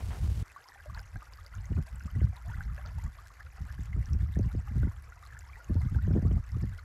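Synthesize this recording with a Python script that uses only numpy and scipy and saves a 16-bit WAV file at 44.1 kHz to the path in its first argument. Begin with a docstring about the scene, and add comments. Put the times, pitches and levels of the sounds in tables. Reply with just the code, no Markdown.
"""Two steps crunch in crusty snow while a shallow creek, heard from afar, is a smooth rush of modulated noise.
Abruptly the view is from the bank: decaying sine bubbles plop and swarm, and spray ticks over a low wash.
Wavelets lift the gurgle now and then. Throughout, wind on the microphone rumbles, roars and flutters as
shaped noise that follows its strength; later the hardest eddies thump as slowing swings and rasp."""
import sys
import numpy as np
from scipy import signal
from scipy.fft import rfft, irfft
from scipy.io import wavfile
from scipy.ndimage import uniform_filter1d

SR = 44100
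rng = np.random.default_rng(int(sys.argv[2]) if len(sys.argv) > 2 else 0)


def wav_out(sig):
    """Save sig, one row per channel (or a flat mono array), as 16-bit PCM at SR to the path in sys.argv[1]."""
    wavfile.write(sys.argv[1], SR, np.round(np.clip(np.atleast_2d(sig).T, -1, 1) * 32767).astype(np.int16))


N = 301644
TIME = np.arange(N) / SR
BANK_S = 0.427  # the view from the bank begins

# Large near bubbles. Each row: start in seconds, level in dB, pitch in Hz, cycles of ringing to 1/e.
PLOPS = [(0.562, -38.5, 1100, 9.3), (0.72, -43.5, 1780, 8), (0.801, -44, 1560, 9.3), (0.859, -43, 584, 9),
         (0.898, -40, 1120, 6.6), (0.948, -42, 1366, 8), (0.975, -38, 1604, 8.3), (0.993, -41.5, 1460, 9.8),
         (1.158, -46, 730, 6), (1.158, -39, 1546, 8.5), (1.387, -45, 1190, 7.3), (2.008, -42.5, 1450, 7.3),
         (2.331, -53, 710, 8.6), (2.368, -47.5, 964, 11), (2.537, -43, 1480, 9), (2.607, -32, 1476, 6.6),
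         (2.779, -37, 1595, 5.6), (2.778, -48.5, 570, 10), (3.93, -41, 2010, 9.5), (4.261, -50, 1250, 7),
         (4.357, -42, 1730, 8), (4.674, -40.5, 1185, 5.8), (4.831, -36, 1450, 7), (5.122, -43.5, 1360, 8),
         (5.227, -47, 1160, 10), (5.368, -41, 1660, 9.2), (5.532, -45, 2250, 12), (5.557, -41, 1850, 8.4),
         (5.764, -47, 870, 10), (5.946, -41, 1520, 9), (5.987, -41, 1390, 10), (6.378, -48, 1204, 10)]
# Sharp near droplets. Each row: start in seconds, level in dB, pitch in Hz.
DROPLETS = [(0.6414, -45, 5100), (0.6871, -38, 5220), (0.947, -36.5, 4300), (0.9937, -37, 4970),
            (1.3358, -39.5, 4800), (1.464, -37.5, 4760), (1.5518, -39, 6450), (1.656, -40, 6340),
            (1.867, -47, 4600), (1.9584, -41, 7900), (2.366, -42, 3870), (2.6367, -48, 4100),
            (2.8612, -39, 4530), (3.04, -39, 7060), (4.058, -39, 5700), (4.1328, -35.5, 5500),
            (4.3396, -45, 3630), (4.3896, -39, 6100), (5.024, -45, 10800), (5.2644, -44.5, 4200),
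            (5.391, -35, 7100), (5.6447, -42, 6500), (5.742, -47, 4350), (6.5187, -44, 5300)]
# Larger wavelets washing over the stones. Each row: crest in seconds, lift of the gurgle in dB.
SURGES = [(0.98, 8.5), (2.23, 9), (2.36, 6.5), (2.58, 7), (2.85, 9), (5.57, 1.5), (6.15, 5)]
SURGE_S = 0.062  # from the crest until the lift in dB has fallen to 1/e
SURGE_SPRAY = 0.41  # share of the lift that the spray follows
GURGLE_DB, SPRAY_DB, WASH_DB = -61, -68, -64.5  # gurgle and spray stand so between surges
# Spectrum of the near water. Each row: frequency in Hz, relative level in dB per Hz.
WATER_SPECTRUM = [(150, -11), (300, -3), (550, -2), (800, 1), (1500, 5), (2000, 1.5), (2500, -9),
                  (3200, -16), (5000, -13), (7500, -16), (9200, -23.5), (11000, -17.5), (13000, -21),
                  (15500, -34.5)]
# Spectrum of the distant creek. Each row: frequency in Hz, relative level in dB per Hz.
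FAR_RUSH_SPECTRUM = [(150, 6), (400, 2), (900, -2.5), (1600, -5.5), (3000, -9.5), (6000, -12), (9000, -14),
                     (12000, -16.5), (15500, -27)]
FAR_DB = -52.5

# Gusts on the microphone. Each row: start in seconds, length in seconds, strength in dB,
# extra flutter of small eddies in dB.
GUSTS = [(0.023, 0.1, -34, 9), (0.213, 0.027, -26.5, -10), (0.29, 0.039, -29, -11.5),
         (0.404, 0.014, -28.5, -29), (0.887, 0.12, -41, -2), (1.155, 0.0083, -31.5, 4.5),
         (1.709, 0.099, -30.5, 7), (2.057, 0.015, -39.5, 7), (2.155, 0.035, -28, 2.5),
         (2.224, 0.033, -20, -8.5), (2.484, 0.015, -33, 9.5), (2.583, 0.022, -37.5, 5),
         (2.656, 0.061, -34, 3.5), (2.961, 0.025, -40.5, 22), (3.049, 0.025, -31, 3),
         (3.594, 0.047, -37, 7.5), (3.788, 0.025, -35, 6), (3.947, 0.065, -28, -2.5),
         (4.111, 0.059, -27, -1), (4.207, 0.04, -29, 1), (4.363, 0.12, -27.5, -0.5),
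         (4.542, 0.05, -27.5, 1.5), (4.757, 0.11, -25.5, -1.5), (5.421, 0.037, -47.5, -6),
         (5.707, 0.083, -28.5, 0.5), (5.802, 0.029, -32, -4), (5.922, 0.057, -25, -6),
         (6.041, 0.14, -28, 9), (6.234, 0.15, -26, 2.5), (6.542, 0.03, -33.5, 1), (6.626, 0.04, -28, -0.5)]
GUST_RISE_S, GUST_FALL_S = 0.0092, 0.013  # exponential time constants
# Breeze at the bank between gusts. Each row: time in seconds, strength in dB.
BANK_BREEZE = [(0.45, -69), (0.71, -74), (0.82, -58.5), (1.45, -52.5), (1.62, -39.5), (1.95, -43.5),
               (2.35, -39), (3.05, -40), (3.15, -56), (3.34, -59), (3.7, -39), (4.9, -40), (5.1, -57),
               (5.66, -53.5), (5.78, -34.5), (6.7, -35.5), (6.84, -55)]
FAR_BREEZE_DB = -39.5  # out on the open snow
BREEZE_SWAY_DB, BREEZE_SWAY_HZ = 4, 13.5  # the breeze never holds still
STIFF_DB = -29  # the strength of a stiff gust
RUMBLE_DB, ROAR_DB, FLUTTER_DB = -31.5, -32.5, -45  # each layer in such a gust
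RUMBLE_GROWTH, ROAR_GROWTH, FLUTTER_GROWTH = 0.74, 1.26, 1.67  # dB gained for each dB of wind
# Spectrum of the large eddies. Each row: frequency in Hz, relative level in dB per Hz.
RUMBLE_SPECTRUM = [(10, -15.5), (25, -13), (40, -0.5), (60, 6.5), (80, 0.5), (110, -9), (170, -27),
                   (260, -48), (500, -81.5)]
# Spectrum of the roar. Each row: frequency in Hz, relative level in dB per Hz.
ROAR_SPECTRUM = [(40, -33), (70, -1.5), (95, -2), (125, -8), (170, -23.5), (260, -49), (500, -88)]
# Spectrum of the small eddies. Each row: frequency in Hz, relative level in dB per Hz.
FLUTTER_SPECTRUM = [(80, -52), (130, 6), (180, 6.5), (250, -6.5), (350, -18), (500, -30.5), (800, -32),
                    (1500, -42.5), (4000, -84)]
# The hardest eddies, landing as single thumps. Each row: start in seconds, level in dB.
BUFFETS = [(1.716, -32), (1.786, -49), (2.159, -32), (2.215, -29), (3.79, -37.5), (3.963, -32.5),
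           (4.15, -44), (4.367, -28), (4.393, -24.5), (4.455, -37), (4.548, -30), (4.774, -34.5),
           (4.831, -30.5), (4.869, -30), (5.696, -27.5), (5.705, -26), (5.754, -25), (5.949, -34.5),
           (6.077, -28), (6.106, -25.5), (6.152, -23.5), (6.159, -21.5), (6.172, -29.5), (6.187, -28.5),
           (6.224, -27), (6.249, -24), (6.311, -26.5), (6.566, -30), (6.637, -32.5)]
# Spectrum of air tearing at the port. Each row: frequency in Hz, relative level in dB per Hz.
RASP_SPECTRUM = [(150, -24.5), (330, 11), (600, 4), (850, -12.5), (1300, -28), (3000, -50)]
RASP_DB, RASP_GROWTH, RASP_S = -50.5, 1.97, 0.013  # in a stiff buffet; dB per dB of buffet; decay

# Steps in crusty snow. Each row: start in seconds, level in dB, decay in seconds.
STEPS = [(0.006, -45.5, 0.0065), (0.106, -48, 0.051)]
# Spectrum of the breaking crust. Each row: frequency in Hz, relative level in dB per Hz.
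CRUNCH_SPECTRUM = [(200, -20), (700, 12), (1800, 5.5), (3000, -2), (9000, -39)]

LOW_CUT_HZ, EDGE_HZ = 32.3, 15800  # the microphone's bass roll-off; the upper band limit


def creek():
    """Superposition: resonant bubbles gurgle and fine spray ticks over the wash of riffles further off."""
    surge_db = sum(db * np.exp(-((TIME - s) / SURGE_S) ** 2) for s, db in SURGES)
    deep = swarm(low_hz=418.4, high_hz=3437, cycles=8.9, rise=0.0674,
                 spread_db=6.0, snap_db=-14, clump_s=.03, count=5400)
    gurgle = coloured(deep, WATER_SPECTRUM)
    fizz = swarm(low_hz=2517, high_hz=13800, cycles=7.0, rise=0.046,
                 spread_db=5.0, snap_db=-31.5, clump_s=.01, count=8100)
    spray = coloured(evened(fizz) + gain_of(-3.0) * evened(film_snaps()), WATER_SPECTRUM)
    wash = coloured(rng.standard_normal(N) * gain_of(2 * drift(43)), WATER_SPECTRUM)
    # wavelets slopping over the stones throw up bubbles and spray together
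    slop = evened(gain_of(2.1 * drift(21.3)))
    bubbling = gain_of(GURGLE_DB + surge_db) * gurgle
    bubbling += gain_of(SPRAY_DB + SURGE_SPRAY * surge_db) * spray
    return slop * bubbling + gain_of(WASH_DB) * wash


def swarm(low_hz, high_hz, cycles, rise, spread_db, snap_db, clump_s, count):
    """Clustered emission: collapsing ripples shed bubbles of all sizes in threes, most of them faint."""
    draws = rng.random((count, 5))
    ripple_s = np.repeat(rng.random(count) * N / SR, 3)[:count]
    out = np.zeros(N)
    for s, (lag, pitch, size, damping, glide) in zip(ripple_s, draws):
        hz = low_hz + (high_hz - low_hz) * pitch
        ring_cycles = cycles * (.5 + damping)
        strength = gain_of(-spread_db * np.log(size + .015)) * np.sqrt(hz / ring_cycles)
        add(out, s + lag * clump_s, strength * plop(hz, ring_cycles, 2 * rise * glide, snap_db))
    return out


def film_snaps(rate_hz=130):
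    """Impulsive radiation: bursting films snap at random moments, without a pitch."""
    strength = gain_of(-5.5 * np.log(rng.random(N) + 0.02))
    snaps = (rng.random(N) < rate_hz / SR) * strength
    return signal.sosfilt(signal.butter(2, 3000, "high", fs=SR, output="sos"), snaps)


def near_water():
    """Free oscillation: plops and droplets beside the bank each ring at a pitch of their own."""
    out = np.zeros(N)
    for s, db, hz, cycles in PLOPS:
        add(out, s, gain_of(db) * plop(hz, cycles, rise=0.0444, snap_db=-18.0))
    for s, db, hz in DROPLETS:
        add(out, s, gain_of(db) * plop(hz, cycles=4.1, rise=0.012, snap_db=-13))
    return out


def plop(hz, cycles, rise, snap_db, size=60):
    """Impulse excitation: a bubble pinches off with a tiny broad snap and rings."""
    ring = bubble(hz, cycles, rise)
    snap = rng.standard_normal(size) * np.exp(-4 * np.arange(size) / size)
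    add(ring, 0, gain_of(snap_db) * snap)
    return ring


def bubble(hz, cycles, rise):
    """Damped resonance: trapped air rings, and its pitch rises as it nears the surface."""
    turns = np.arange(int(5 * cycles * SR / hz) + 2) * hz / SR
    age = turns / cycles  # in decay times; the pitch gains the fraction rise in each
    envelope = np.exp(-age) * (1 - np.exp(-2 * turns))
    return np.sin(2 * np.pi * turns * (1 + rise * age / 2)) * envelope


def rocks(x, echo_db, decay_s, size=2200):
    """Diffuse reflection: stones and the ice shelf scatter a short, faint echo."""
    t = np.arange(size) / SR
    taps = rng.standard_normal(size) * np.exp(-t / decay_s) * (t > .002)
    return x + gain_of(echo_db) * signal.oaconvolve(x, taps / np.linalg.norm(taps))[:N]


def far_creek():
    """Incoherent summation: with distance the bubbles merge into a rush with only a fine grain."""
    grains = rng.standard_normal(N) * gain_of(3.2 * drift(1060) + drift(60))
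    return gain_of(FAR_DB) * coloured(grains, FAR_RUSH_SPECTRUM)


def wind(breeze_db, gusts):
    """Turbulent pressure: large eddies rumble, a roar grows faster with wind, small eddies flutter fastest."""
    power = gain_of(breeze_db + BREEZE_SWAY_DB * drift(BREEZE_SWAY_HZ)) ** 2
    eddies = np.zeros(N)
    for start, length, db, eddy_db in gusts:
        blow = gust(start, length, db) ** 2
        power = power + blow
        eddies += eddy_db * blow
    force_db = 10 * np.log10(power) - STIFF_DB
    # each gust's extra flutter counts by its share of the wind's power
    flutter_db = FLUTTER_DB + FLUTTER_GROWTH * force_db + eddies / power
    rumble = gain_of(RUMBLE_DB + RUMBLE_GROWTH * force_db) * turbulence(RUMBLE_SPECTRUM, size=1400)
    roar = gain_of(ROAR_DB + ROAR_GROWTH * force_db) * turbulence(ROAR_SPECTRUM, size=1100)
    flutter = gain_of(flutter_db + 5.3 * drift(34)) * turbulence(FLUTTER_SPECTRUM, size=800)
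    return rumble + roar + flutter


def gust(start, length, db):
    """Exponential growth and decay: a gust rises quickly, holds and falls away."""
    early = np.maximum(start - TIME, 0)
    late = np.maximum(TIME - start - length, 0)
    return gain_of(db) * np.exp(-early / GUST_RISE_S - late / GUST_FALL_S)


def buffets(size=3500):
    """Nonlinear growth: the hardest eddies thump singly, and the harder they land, the more they rasp."""
    thumps, tearing = np.zeros(N), np.zeros(N)
    rasp_decay = np.exp(-np.arange(size) / SR / RASP_S)
    for s, db in BUFFETS:
        add(thumps, s, gain_of(db) * buffet(start_hz=537, end_hz=90.5, slowing_s=0.004586, swell_s=0.011))
        add(tearing, s, gain_of(RASP_DB + RASP_GROWTH * (db - STIFF_DB)) * rasp_decay)
    return thumps + uniform_filter1d(tearing, size=90) * turbulence(RASP_SPECTRUM, size=400)


def buffet(start_hz, end_hz, slowing_s, swell_s, size=3500):
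    """Transient pressure: an eddy strikes the port, a quick flick that slows into a far larger swing."""
    t = np.arange(size) / SR
    hz = end_hz + (start_hz - end_hz) * np.exp(-t / slowing_s)
    hz = hz * rng.uniform(0.814, 1.222)  # no two eddies are alike
    swell = t / swell_s * np.exp(1 - t / swell_s)
    return np.sin(2 * np.pi * np.cumsum(hz) / SR) * swell


def footsteps():
    """Brittle fracture: the snow crust gives way in a dying shower of small cracks."""
    cracks = rng.standard_normal(N) * (rng.random(N) < 2500 / SR)  # 2500 a second
    crunch = coloured(cracks, CRUNCH_SPECTRUM)
    return crunch * sum((TIME > s) * gain_of(db) * np.exp(-abs(TIME - s) / decay) for s, db, decay in STEPS)


def turbulence(points, size):
    """Constant mean power: coloured noise is evened over spans of some size in samples."""
    x = coloured(rng.standard_normal(N), points)
    power = uniform_filter1d(uniform_filter1d(x ** 2, size), size)
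    return x / np.sqrt(abs(power) + 1e-9)


def coloured(x, points):
    """Linear filtering: convolution shapes the spectrum of x, then its rms is set to one."""
    return evened(signal.oaconvolve(x, causal_taps(points))[:N])


def causal_taps(points, size=8192):
    """Minimum phase: the impulse response of a spectrum with the sharpest possible attack."""
    hz, db = np.transpose(points)
    bins_hz = abs(np.fft.fftfreq(size, 1 / SR))
    log_gain = np.log(gain_of(np.interp(np.log(bins_hz + 1), np.log(hz), db)))
    # the phase is the Hilbert transform of the log gain
    return np.fft.ifft(np.exp(np.conj(signal.hilbert(log_gain)))).real[:size // 2]


def drift(rate_hz):
    """Low-passed chance: slow Gaussian fluctuation with an rms of one."""
    hz = np.fft.rfftfreq(N, 1 / SR)
    return evened(irfft(rfft(rng.standard_normal(N)) * np.exp(-(hz / rate_hz) ** 2), N))


def evened(x):
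    """Normalisation: scales to an rms of one."""
    return x / np.sqrt(np.mean(x ** 2) + 1e-20)


def gain_of(db):
    """Logarithmic level: decibels to amplitude."""
    return 10 ** (np.asarray(db) / 20)


def add(mix, s, sound):
    """Linear superposition: mixes a sound in at time s."""
    part = mix[max(round(s * SR), 0):][:len(sound)]
    part += sound[:len(part)]


def scene():
    """Superposition: the far view gives way abruptly to the bank; the wind blows through both."""
    at_bank = np.clip((TIME - BANK_S) / .002, 0, 1)
    far_gusts = [row for row in GUSTS if row[0] < BANK_S]
    far = far_creek() + footsteps() + wind(FAR_BREEZE_DB, far_gusts)
    water = rocks(creek() + near_water(), echo_db=-14.5, decay_s=0.0088)
    breeze_db = np.interp(TIME, *np.transpose(BANK_BREEZE))
    bank_gusts = [row for row in GUSTS if row[0] > BANK_S]
    bank = water + wind(breeze_db, bank_gusts) + buffets()
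    return ((1 - at_bank) * far + at_bank * bank)[None]


def record(dry):
    """Band limitation: the microphone rolls off the bass and the recorder cuts the extreme treble."""
    heard = signal.sosfilt(signal.butter(2, LOW_CUT_HZ, "high", fs=SR, output="sos"), dry)
    band_limit = signal.firwin(511, EDGE_HZ, window=("kaiser", 9), fs=SR)
    return signal.oaconvolve(heard, band_limit[None], "same")


dry = scene()
out = record(dry)
wav_out(out)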